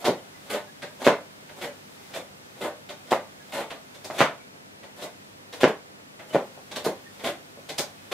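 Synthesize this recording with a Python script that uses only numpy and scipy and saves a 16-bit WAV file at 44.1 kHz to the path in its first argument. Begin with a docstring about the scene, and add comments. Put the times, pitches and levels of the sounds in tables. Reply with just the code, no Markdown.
"""Claws rake a cardboard scratching board, about twice a second, and the board knocks in its plastic tray.
Each of the cat's pulls pierces paper, tears fibres and makes the board grumble; when a claw lets go,
the board drops back with a thud and a clack. Fur brushes the board, with faint squeaks between pulls.
A small carpeted room answers briefly over faint mains hum and hiss."""
import sys
import numpy as np
from scipy import signal
from scipy.fft import rfft, irfft, next_fast_len
from scipy.io import wavfile
from scipy.ndimage import uniform_filter1d, minimum_filter1d

SR = 44100
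rng = np.random.default_rng(int(sys.argv[2]) if len(sys.argv) > 2 else 0)


def master(y):
    """Save y as 16-bit WAV."""
    cut = np.clip(np.atleast_2d(y).T, -1, 1)
    pcm = np.round(cut * 32767)  # scale
    wavfile.write(sys.argv[1], SR, pcm.astype(np.int16))


N = 358523


def gain_of(db):
    """Decibels to amplitude."""
    return 10 ** (np.asarray(db) / 20)


def unit_rms(x):
    """Scale to rms 1."""
    return x / np.sqrt(np.mean(x ** 2) + 1e-20)


def unit_energy(x):
    """Scale to energy 1."""
    return x / np.sqrt(np.sum(x ** 2) + 1e-20)


def curve_at(points, hz):
    """Interpolate (freq_hz, value) points on a log-frequency axis."""
    freq_hz, value = np.transpose(points)
    return np.interp(np.log(hz + 1), np.log(freq_hz + 1), value)


def add(mix, start_s, sound):
    """Mix a sound in at start_s."""
    part = mix[max(round(start_s * SR), 0):][:len(sound)]
    part += sound[:len(part)]


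def coloured(x, colour):
    """Filter by a (freq_hz, gain_db) curve."""
    size = next_fast_len(len(x))
    gain = gain_of(curve_at(colour, np.fft.rfftfreq(size, 1 / SR)))
    return irfft(rfft(x, size) * gain, size)[:len(x)]


def whitened(x, bins):
    """Level the spectrum by its running mean power; energy 1."""
    spectrum = rfft(x)
    power = uniform_filter1d(abs(spectrum) ** 2, bins)
    return unit_energy(irfft(spectrum / np.sqrt(power + 1e-12), len(x)))


def click(colour, tilt_db_oct=0, size=2048):
    """Minimum-phase click of a given colour, tilted up to 7 kHz; energy 1."""
    hz = abs(np.fft.fftfreq(size, 1 / SR))
    octaves = np.log2(1 + np.minimum(hz, 7000) / 1000)
    log_gain = np.log(gain_of(curve_at(colour, hz) + tilt_db_oct * octaves))
    spectrum = np.exp(np.conj(signal.hilbert(log_gain)))
    return unit_energy(np.fft.ifft(spectrum).real[:size // 2])


def snaps(count, per_s, spread_db):
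    """Random train of tiny breaks of uneven size; rms 1."""
    sizes = gain_of(spread_db * np.minimum(rng.exponential(1, count), 4))
    return unit_rms(sizes * rng.choice([-1, 1], count) * (rng.random(count) < per_s / SR))


# hiss spectrum: freq_hz, gain_db
HISS_COLOUR = [(15, -53), (25, -25), (69, -13), (86, -6.5), (122, -3.5), (204, -3), (274, -2), (340, -6),
               (457, -6), (495, -4.5), (1050, -13), (1490, -15), (1850, -14.5), (7910, -23), (15500, -31)]
# hiss side over mid: freq_hz, gain_db
HISS_SIDE = [(60, -11), (110, -5.5), (200, -4.5), (380, 1), (700, 4), (1290, 8.5), (2380, 6.5), (4400, 5.5),
             (8120, 3), (15000, 0.5)]
# mains harmonics: freq_hz, level_db
MAINS_HUM = [(100, -68), (150, -65.5), (200, -64), (250, -66.5), (300, -68.5), (400, -69)]
def background(hiss_db=-53.0):
    """Steady wide hiss and faint centred mains hum."""
    mid = coloured(rng.standard_normal(N), HISS_COLOUR)
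    side = coloured(coloured(rng.standard_normal(N), HISS_COLOUR), HISS_SIDE)
    t = np.arange(N) / SR
    hum = sum(np.sqrt(2) * gain_of(db) * np.sin(2 * np.pi * (hz * t + rng.random()))
              for hz, db in MAINS_HUM)
    return gain_of(hiss_db) * np.array([mid + side, mid - side]) / mid.std() + hum


# room decay: freq_hz, t60_s
ROOM_DECAY = [(100, 0.23), (260, 0.21), (700, .28), (1840, 0.27), (4850, 0.21), (12800, 0.17)]
def reverb_tail(count, build_s=0.0022):
    """Diffuse reverberation, each band dying at its own rate."""
    hz, frame_s, bands = signal.stft(rng.standard_normal(count), SR, nperseg=256)
    decay = gain_of(-60 * frame_s / curve_at(ROOM_DECAY, hz)[:, None])
    tail = signal.istft(bands * decay, SR, nperseg=256)[1][:count]
    onset = 1 - np.exp(-np.arange(count) / SR / build_s)
    return whitened(tail * onset, bins=20) * np.sqrt(np.linspace(1, 0, count))


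# early reflections: delay_s, relative_gain
REFLECTIONS = [(.0028, 0.35), (.0085, 1), (0.0097, -0.23), (0.0205, 0.19)]
# reverb side over mid: freq_hz, gain_db
REVERB_SIDE = [(100, -18), (350, -23), (700, -13.5), (1400, -4.5), (2800, -2), (5000, 2), (14000, 0.5)]
def room(x, direct_db, wet_db, size=16384):
    """Direct sound, reflections and tail in stereo; each spot on the board has its own wall paths."""
    early = np.zeros(size)
    early[0] = 1
    wall = click([(1500, 1.5), (6000, -3.5), (16000, -5.5)])
    for delay_s, gain in REFLECTIONS:
        add(early, delay_s * rng.uniform(0.92, 1.05), gain * wall / 2)
    mid = gain_of(direct_db) * early + gain_of(wet_db) * reverb_tail(size)
    side = gain_of(wet_db) * coloured(reverb_tail(size), REVERB_SIDE) * np.linspace(1, 0, size)
    return signal.fftconvolve(x[None], np.array([mid + side, mid - side]), axes=1)


# modes of board and tray: freq_hz, relative_db, t60_s
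BOARD_MODES = [(143, 2.5, 0.055), (190.7, -1, 0.2), (266, -5, 0.2), (311, -6.5, 0.2), (386, -10.5, 0.33),
               (450, -7, 0.13), (535, -2, 0.046), (600, 6.5, 0.03), (672, -5, 0.37), (781, 1, 0.072),
               (792, -10, 0.27), (883, 5.5, 0.13), (1016, -2.5, 0.16), (1200, -15, 0.37), (1540, -14, 0.2),
               (1464, 5, 0.15), (1595, -2.5, 0.25), (1924, -22, 0.12), (2052, 1.5, 0.057),
               (3520, 5.5, 0.062), (5960, -31, 0.033)]
def board_response(ring_db):
    """Impulse response of the board in its tray: the push itself, then the modes."""
    t = np.arange(SR // 2) / SR
    response = sum(gain_of(db + ring_db - 60 * t / t60_s) * np.cos(2 * np.pi * hz * t)
                   / np.sqrt(t60_s * SR / 28)  # energy independent of decay time
                   for hz, db, t60_s in BOARD_MODES)
    response[0] += 1
    return response


# brushing between reaches, lowest while the cat pauses: time_s, level_db
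BRUSH_LEVELS = [(0, -59.5), (1.4, -61.5), (2, -58), (2.4, -62.5), (4.1, -61), (4.65, -74), (5.2, -63),
                (5.9, -74), (6.45, -60), (8.13, -61.5)]
# fur on cardboard: freq_hz, gain_db
FUR_COLOUR = [(200, -16), (800, 7), (3000, 7), (9000, 0.5), (15000, -3)]
def brushing(lead_s=0.02, reach_s=0.14, swell_db=4):
    """Fur and pads rustle on the board, swelling as a paw reaches ahead of each rake."""
    t = np.arange(N) / SR
    reach = sum(np.exp(-((t - start_s + lead_s) / reach_s) ** 2) for start_s, *_ in RAKE_PULLS)
    level = gain_of(np.interp(t, *np.transpose(BRUSH_LEVELS)) + swell_db * reach)
    rustle = unit_rms(coloured(snaps(N, per_s=8300, spread_db=2.0), FUR_COLOUR))
    return room(level * rustle, direct_db=-3.5, wet_db=-2)


# squeaks between pulls: start_s, pitch_hz, level_db
SQUEAK_NOTES = [(.17, 3020, -53), (.33, 2025, -56), (.668, 1690, -53), (3.391, 1662, -54),
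                (4.39, 2245, -52), (6.29, 2930, -50), (7.05, 1830, -51)]
def squeaks(length_s=0.041, waver=0.028):
    """Faint, raspy chirps of unsteady pitch."""
    count = round(length_s * SR)
    for start_s, pitch_hz, level_db in SQUEAK_NOTES:
        jitter = unit_rms(uniform_filter1d(rng.standard_normal(SR // 4), 120))[:count]
        phase = 2 * np.pi * np.cumsum(pitch_hz * (1 + waver * jitter)) / SR
        chirp = gain_of(level_db) * np.hanning(count) * np.sin(phase)
        yield start_s, room(chirp, direct_db=0, wet_db=-3)


# board edge on plastic: freq_hz, gain_db
CLACK_COLOUR = [(30, -60), (90, -57), (140, -62), (400, 7), (1000, 21), (2100, 16.5), (3000, 9.5),
                (4200, 1.5), (7000, -5.5), (11000, -29), (16000, -42)]
def knock(thud_db, pitch_hz, clack_db, rise_cycles=0.67, decay_cycles=0.42, crunch_s=0.00091):
    """The board lands with a heavily damped swing; its edge then crunches on the plastic."""
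    t = np.arange(2048) / SR
    cycles = pitch_hz * t
    envelope = (1 - np.exp(-cycles / rise_cycles)) * np.exp(-cycles / decay_cycles)
    low_cut = signal.butter(4, 140, "high", fs=SR, output="sos")  # a small board radiates no deep bass
    swing = signal.sosfilt(low_cut, np.sin(2 * np.pi * cycles) * envelope)
    out = gain_of(thud_db) * unit_energy(swing)
    contacts = whitened(rng.standard_normal(len(t)) * np.exp(-t / crunch_s), bins=15)
    clack = gain_of(clack_db) * signal.fftconvolve(contacts, click(CLACK_COLOUR))
    add(out, start_s=0.0006, sound=clack)
    return out


# board landings: start_s, thud_db, pitch_hz, clack_db
BOARD_DROPS = [(.043, -0.5, 800, -33), (.082, 12, 474, -6.5), (.83, -13.5, 533, -36), (1.019, -2, 614, -15),
               (1.0664, 18.5, 481, 12), (1.64, -9, 686, -29), (2.626, -5, 550, -21),
               (3.119, 12.5, 639, 3.5), (4.101, -2.5, 706, -11), (4.2055, 17, 562, 13.5),
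               (5.633, 18, 437, 12), (6.347, 13.5, 503, -0.5), (6.576, -13.5, 630, -45),
               (6.864, 9, 402, -7), (7.238, -4.5, 461, -29), (7.574, -14.5, 495, -43)]
def drops(bounce_s=0.0075):
    """The board falls into its tray and bounces once, softer and higher."""
    for start_s, thud_db, pitch_hz, clack_db in BOARD_DROPS:
        landing = knock(thud_db, pitch_hz, clack_db)
        bounce = knock(thud_db - 6, pitch_hz * 1.13, clack_db - 0.5)
        yield start_s, room(landing, direct_db=-7.5, wet_db=-6.5)
        yield start_s + bounce_s, room(bounce, direct_db=-7.5, wet_db=-6.5)


def arch(count, crest):
    """Force through a pull, peaking at the fraction crest of its length."""
    return np.sqrt(np.interp(np.linspace(0, 1, count), [0, crest, 1], [0, 1, 0]))


# fizz of tips piercing paper: freq_hz, gain_db
PIERCE_COLOUR = [(500, -24), (4000, -17), (7000, 3), (8600, 2), (10000, 1.5), (12500, 1), (15000, -8.5)]
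# snapping fibres: freq_hz, gain_db
FIBRE_COLOUR = [(100, -35), (500, -4), (1200, -2), (2100, 3), (2800, -1), (3600, 1.5), (5000, -6.5),
                (6500, -8.5), (10000, -15.5), (15000, -22)]
# board under drag: freq_hz, gain_db
GRUMBLE_COLOUR = [(30, -32), (80, -37), (135, -11), (220, -7.5), (400, -1), (620, 2), (850, -4.5),
                  (1300, -11), (2500, -23.5), (8000, -91)]
def pull(length_s, tear_db, grumble_db, tilt_db_oct, fizz_db, tear_crest=0.17):
    """Claw tips pierce, then snap fibres; the board grumbles more as the cat leans in."""
    count = round(length_s * SR)
    tips = unit_rms(snaps(SR // 2, per_s=3100, spread_db=8)[:count])
    fibres = unit_rms(snaps(SR // 2, per_s=1100, spread_db=3)[:count])
    slips = snaps(SR // 2, per_s=1500, spread_db=1)[:count]
    fizz = signal.fftconvolve(tips * arch(count, crest=0.095), click(PIERCE_COLOUR))
    tearing = signal.fftconvolve(fibres * arch(count, tear_crest), click(FIBRE_COLOUR, tilt_db_oct))
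    drag = whitened(np.pad(slips * arch(count, crest=0.66), (0, 2048)), bins=12)
    out = gain_of(grumble_db) * np.sqrt(count / 2) * signal.fftconvolve(drag, click(GRUMBLE_COLOUR))
    add(out, 0, gain_of(tear_db) * tearing + gain_of(fizz_db) * fizz)
    return out


def snag(level_db, pitch_hz, release_s=0.004, ring_s=0.00026, snap_db=-6):
    """A caught claw flicks free over a few fibres; each slip snaps and rings it briefly."""
    t = np.arange(1024) / SR
    slips = whitened(snaps(len(t), per_s=4700, spread_db=-0.5) * np.exp(-t / release_s), bins=12)
    ring = unit_energy(np.sin(2 * np.pi * pitch_hz * t) * np.exp(-t / ring_s))
    snap = gain_of(snap_db) * click(FIBRE_COLOUR, tilt_db_oct=2.4)
    return gain_of(level_db) * signal.fftconvolve(slips, ring + snap)


def claws(start_s, length_s, force_db, tilt_db_oct, grumble_rel_db, fizz_rel_db, snag_every_s=0.03):
    """One pull and its snags, with levels relative to the force."""
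    fizz_db = min(force_db + fizz_rel_db, -41)  # stops growing once the tips are fully in
    scratch = pull(length_s, force_db, force_db + grumble_rel_db, tilt_db_oct, fizz_db)
    snag_count = max(round(length_s / snag_every_s), 1)
    snag_hz = 3500 * 2 ** (0.054 * tilt_db_oct)  # a brighter pull rings the claw higher
    for k in range(snag_count):
        snag_s = start_s + (k + 0.25) * length_s / snag_count
        yield snag_s, room(snag(force_db + 22.5, snag_hz), direct_db=-5, wet_db=-7)
    yield start_s, room(scratch, direct_db=-8, wet_db=-2.5)


# paw landings between rakes: start_s, force_db, tilt_db_oct
PAW_GRABS = [(.818, -36.5, -2), (1.489, -47.5, -7), (2.886, -37, 0), (3.699, -35, -4.5), (3.941, -48, 4),
             (4.039, -38, 10.5), (4.098, -47, 9), (4.828, -45.5, -5.5), (5.523, -38, 2),
             (6.19, -43.5, -7.5), (6.71, -38, 2), (6.755, -31, 2.5), (7.192, -44.5, -3), (7.687, -34, 4)]
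def grabs(length_s=0.025):
    """A paw hooks in with one very short pull that only pricks the surface."""
    for start_s, force_db, tilt_db_oct in PAW_GRABS:
        yield from claws(start_s, length_s, force_db, tilt_db_oct, grumble_rel_db=0, fizz_rel_db=-20.5)


# paws raking in turn: start_s, length_s, force_db, tilt_db_oct, grumble_rel_db, slide_db
RAKE_PULLS = [(.044, 0.032, -25, 2, 5.5, -41), (0.493, 0.075, -32, -4, 5, -49.5),
              (1.041, 0.049, -27.5, -0.5, -0.5, -37.5), (1.608, 0.052, -36, -2, 4, -45),
              (2.133, 0.045, -35.5, -0.5, 3, -51.5), (2.604, 0.071, -36, -4.5, 7.5, -50.5),
              (3.106, 0.023, -31.5, 4.5, 9, -49), (3.517, 0.11, -35.5, -4, 5, -55),
              (4.18, 0.044, -23, -1, 0, -37.5), (5.012, 0.038, -38, 2, 5, -44),
              (5.604, 0.028, -28.5, -2, 0, -47.5), (6.326, 0.033, -38.5, -3, 9, -49),
              (6.841, 0.029, -32.5, 7, 8.5, -57), (7.235, .062, -29.5, -3.5, 2, -47),
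              (7.779, 0.021, -24.5, 9.5, -1, -64), (8.113, 0.035, -29.5, -4, 3, -59)]
def rakes(slide_s=0.05, fizz_rel_db=-8.5):
    """The claws slide lightly over the paper, then bite deep and pull."""
    for start_s, length_s, force_db, tilt_db_oct, grumble_rel_db, slide_db in RAKE_PULLS:
        slide = pull(slide_s, tear_db=slide_db, grumble_db=slide_db + 2.5, tilt_db_oct=1.5,
                     fizz_db=slide_db + fizz_rel_db, tear_crest=0.85)
        yield start_s - slide_s, room(slide, direct_db=-10, wet_db=-5.5)
        yield from claws(start_s, length_s, force_db, tilt_db_oct, grumble_rel_db, fizz_rel_db)


def scene():
    """Every touch sounds through the board and the room, over the background."""
    touches = [(0.0012, brushing()), *rakes(), *grabs(), *drops(), *squeaks()]
    mix = np.zeros((2, N))
    for start_s, (left, right) in touches:
        add(mix[0], start_s, left)
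        add(mix[1], start_s, right)
    board = board_response(ring_db=-34.5)
    return signal.oaconvolve(mix, board[None], axes=1)[:, :N] + background()


def record(dry, ceiling=0.97, window_samples=300, cutoff_hz=15650):
    """A fast limiter holds the loudest knocks under full scale; a low-pass follows."""
    allowed = np.minimum(1, ceiling / (abs(dry).max(0) + 1e-9))
    gain = uniform_filter1d(minimum_filter1d(allowed, window_samples), window_samples)
    low_pass = signal.firwin(511, cutoff_hz, window=("kaiser", 9), fs=SR)
    return signal.oaconvolve(dry * gain, low_pass[None], "same")


dry = scene()
out = record(dry)
master(out)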